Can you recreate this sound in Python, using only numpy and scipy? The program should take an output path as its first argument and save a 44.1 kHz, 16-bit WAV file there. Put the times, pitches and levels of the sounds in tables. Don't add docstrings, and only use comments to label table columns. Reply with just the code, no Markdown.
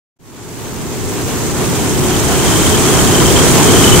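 import sys
import numpy as np
from scipy import signal
from scipy.fft import rfft, irfft, next_fast_len
from scipy.io import wavfile
from scipy.ndimage import uniform_filter1d, map_coordinates

SR = 44100
rng = np.random.default_rng(int(sys.argv[2]) if len(sys.argv) > 2 else 0)


def makeup_ratio(level_db):
    decades = np.asarray(level_db, float) / 20
    return 10 ** decades


def to_wav(s):
    ch = np.atleast_2d(s).T
    pcm = np.round(np.clip(ch, -1, 1) * 32767)
    wavfile.write(sys.argv[1], SR, pcm.astype(np.int16))


N = 176400
CYCLE_HZ = 15.86


def unit(x):
    return x / np.sqrt(np.mean(x ** 2) + 1e-20)


def along(points, hz):
    point_hz, value = np.transpose(points)
    return np.interp(np.log(hz + 1), np.log(point_hz + 1), value)


def wobble(rate_hz):
    return map_coordinates(rng.standard_normal(400), [np.arange(N) * rate_hz / SR])


def filtered(x, response):
    m = next_fast_len(N + SR // 2)
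    hz = np.fft.rfftfreq(m, 1 / SR)
    return irfft(rfft(x, m) * response(hz), m)[..., :N]


def split_db(left_over_right_db):
    return left_over_right_db * np.array([[.5], [-.5]])


def engine():
    # (multiple of the cycle [1], level [dB rms])
    orders = [(2, -51), (7, -38), (8, -38), (9, -36), (11, -41), (14, -41), (15, -42), (16, -37), (17, -43),
              (18, -41), (19, -38), (20, -38), (21, -39), (23, -33), (24, -42), (25, -38), (26, -41),
              (27, -39), (29, -45), (31, -47), (46, -50)]
    speed_wander, drone_db, sway_db = 0.001987, 0.5, 2
    cycles = np.cumsum(CYCLE_HZ * (1 + speed_wander * wobble(1.9923))) / SR
    drone = np.zeros((2, N))
    for order, level_db in orders:
        phase = 2 * np.pi * (order * cycles + rng.random()) + 0.29 * wobble(8)
        apart_rad = rng.normal(0, 6 / order) * np.array([[.5], [-.5]])
        gain = np.sqrt(2) * makeup_ratio(level_db + sway_db * wobble(5.948))
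        drone += gain * np.sin(phase + apart_rad)
    return makeup_ratio(drone_db + split_db(1.2)) * drone


def whistle_breath():
    # (time [s], level [dB], pitch [Hz])
    breath_course = [
        (0, -48, 3052),
        (1.6, -45.5, 2998),
        (2.1, -33.5, 3067),
        (2.901, -31.5, 3218),
        (3.05, -36, 3082),
        (3.4, -31.5, 3186),
        (3.52, -34, 3033),
        (3.7, -31.5, 3157),
        (4, -28.5, 2993),
    ]
    flutter_hz, flutter_depth, width_hz, lowest_hz = 37.5, .6, 424, 2950
    time_s, level_db, pitch_hz = np.transpose(breath_course)
    now = np.arange(N) / SR
    air = filtered(rng.standard_normal((2, 2, N)), lambda f: 1 / (1 + (2 * f / width_hz) ** 2))
    air[1] = .6 * air[0] + .8 * air[1]
    phase = 2 * np.pi * np.cumsum(np.interp(now, time_s, pitch_hz) + 40 * wobble(15)) / SR
    flutter = np.sin(2 * np.pi * flutter_hz * now + .8 * wobble(6))
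    opening = (1 + flutter_depth * flutter) * makeup_ratio(1.5 * wobble(30))
    band = air[:, 0] * np.cos(phase) + air[:, 1] * np.sin(phase)
    breath = makeup_ratio(np.interp(now, time_s, level_db)) * unit(opening * band)
    return filtered(breath, lambda f: 1 / (1 + (lowest_hz / (f + 1)) ** 40))


def whistle_chirps():
    # (time [s], level [dB rms], pitch [Hz], length [s])
    chirp_events = [(2.146, -28, 3050, 0.009), (2.397, -27, 3100, 0.005), (2.43, -28, 3180, 0.005),
                    (2.482, -27, 3110, 0.006), (2.527, -24, 3100, 0.004), (2.558, -27, 3100, 0.005),
                    (2.665, -23, 3160, 0.005), (2.745, -27, 3110, 0.009), (2.853, -28, 3160, 0.005),
                    (2.932, -27, 3270, 0.004), (2.994, -26, 3150, 0.008), (3.155, -26, 3100, 0.005),
                    (3.185, -26, 3060, 0.005), (3.263, -27, 3160, 0.007), (3.285, -26, 3070, 0.006),
                    (3.366, -27, 3180, 0.004), (3.391, -24, 3140, 0.004), (3.581, -25, 3020, 0.005),
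                    (3.632, -27, 3120, 0.004), (3.656, -25, 3120, 0.004), (3.67, -26, 3190, 0.002),
                    (3.694, -26, 3090, 0.005), (3.713, -23, 3150, 0.005), (3.764, -26, 3090, 0.011),
                    (3.801, -27, 3160, 0.004), (3.845, -21, 3040, 0.006), (3.879, -19, 3050, 0.005),
                    (3.921, -26, 3080, 0.004), (3.933, -22, 3040, 0.007), (3.949, -24, 3060, 0.005)]
    chirp_db, half = .5, 900
    out = np.zeros(N + SR)
    t = np.arange(-half, half) / SR
    for time_s, level_db, pitch_hz, length_s in chirp_events:
        envelope = np.exp(-np.log(4) * (t / length_s) ** 2)
        jitter_rad = np.cumsum(rng.normal(0, .04, len(t)))
        tone = np.sin(2 * np.pi * (.995 * pitch_hz * t + rng.random()) + jitter_rad)
        out[round(time_s * SR):][:len(t)] += np.sqrt(2) * makeup_ratio(level_db + chirp_db) * envelope * tone
    return out[half:N + half]


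def whistle():
    right_db, lag_s = -7.5, .00003
    left, right = whistle_breath() + whistle_chirps()
    right = filtered(right, lambda f: np.exp(-2j * np.pi * f * lag_s))
    return np.array([left, makeup_ratio(right_db) * right])


def rush(spectrum, alike, patchy_db, pan_db):
    z = signal.stft(rng.standard_normal((2, N)), nperseg=512)[2]
    field = uniform_filter1d(rng.standard_normal(z.shape[1:]), size=6, axis=0)
    field = uniform_filter1d(field, size=8, axis=1)
    pair = signal.istft(z * makeup_ratio(patchy_db * unit(field)), nperseg=512)[1][:, :N]

    def mid_side(hz):
        turn = np.arccos(along(alike, hz)) / 2
        return makeup_ratio(along(spectrum, hz)) * [np.cos(turn), np.sin(turn)]

    mid, side = filtered(pair, mid_side)
    return unit(np.array([mid + side, mid - side]) * makeup_ratio(split_db(pan_db)))


def buffeting():
    # (frequency [Hz], density [dB per Hz])
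    buffet_spectrum = [(8, -24), (30, -11.5), (60, -2.5), (110, -0.5), (200, -3.5), (400, -16.5),
                       (800, -21.5), (1600, -32)]
    # (frequency [Hz], left-right likeness [-1..1])
    buffet_alike = [(60, -0.265), (160, -0.128), (400, 0.11)]
    level_db = -22 + 1.25 * np.array([wobble(11), wobble(12)])
    return makeup_ratio(level_db) * rush(buffet_spectrum, buffet_alike, patchy_db=0.76, pan_db=-1.5)


def screen_roar(speed_db, gust_db):
    # (frequency [Hz], density [dB per Hz])
    roar_spectrum = [(80, -48), (200, -5), (420, -0.5), (560, -7), (950, -6.5), (2000, -14), (4500, -17),
                     (16000, -30.5)]
    # (frequency [Hz], left-right likeness [-1..1])
    roar_alike = [(400, 0.636), (900, 0.805), (2000, 0.343), (3000, 0.515), (4500, 0.03)]
    level_db = -24 + 0.915 * speed_db + gust_db + 0.813 * wobble(40)
    return makeup_ratio(level_db) * rush(roar_spectrum, roar_alike, patchy_db=0.9335, pan_db=1)


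def wire_hiss(speed_db, gust_db):
    # (frequency [Hz], density [dB per Hz])
    hiss_spectrum = [(2000, -6.5), (4500, -14), (5300, -4.5), (6400, 2.5), (8400, 1), (9500, -5),
                     (12500, -16), (16000, -31)]
    # (frequency [Hz], left-right likeness [-1..1])
    hiss_alike = [(4500, -0.11), (6000, -.25), (7500, -0.0048), (10000, 0.104)]
    edge_hz, edge_db_per_db = 8100, 2.88
    level_db = -27 + 0.76 * gust_db + 0.96 * wobble(60)
    hiss = rush(hiss_spectrum, hiss_alike, patchy_db=0.22, pan_db=-4.5)
    edge = filtered(hiss, lambda f: 1 / (1 + (edge_hz / (f + 1)) ** 12))
    return makeup_ratio(level_db) * (makeup_ratio(speed_db) * (hiss - edge) + makeup_ratio(edge_db_per_db * speed_db) * edge)


def slipstream():
    # (time [s], level [dB])
    airspeed = [
        (0, -3),
        (.8, -1.8),
        (1.6, -0.89),
        (2.2, -0.66),
        (2.5, 0.61),
        (3.2, 0.08),
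        (4, 0.5),
    ]
    now = np.arange(N) / SR
    speed_db = np.interp(now, *np.transpose(airspeed))
    blades_db = .45 * np.sin(2 * np.pi * 4 * CYCLE_HZ * now)
    gust_db = .5 * wobble(2.856) + 0.573 * wobble(23.933) + blades_db
    return buffeting() + screen_roar(speed_db, gust_db) + wire_hiss(speed_db, gust_db)


def scene():
    return engine() + whistle() + slipstream()


def top_cut(x):
    return signal.sosfilt(signal.butter(12, 16420, fs=SR, output="sos"), x)


def record(dry):
    drive, ceiling_db, top_hz = .66, -12, 15760
    fade_start_s, opens_s, open_ramp_s = 0.166, .187, .012
    blip_s, blip_width_s, blip_db = .17, .007, -50
    now = np.arange(N) / SR
    overloaded = makeup_ratio(ceiling_db) * np.tanh(drive * unit(dry))
    x = filtered(overloaded, lambda f: f < top_hz)
    fade = (now - fade_start_s) * np.clip((now - opens_s) / open_ramp_s, 0, 1)
    fade += makeup_ratio(blip_db) * np.exp(-((now - blip_s) / blip_width_s) ** 2)
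    return top_cut(x * fade)


dry = scene()
out = record(dry)
to_wav(out)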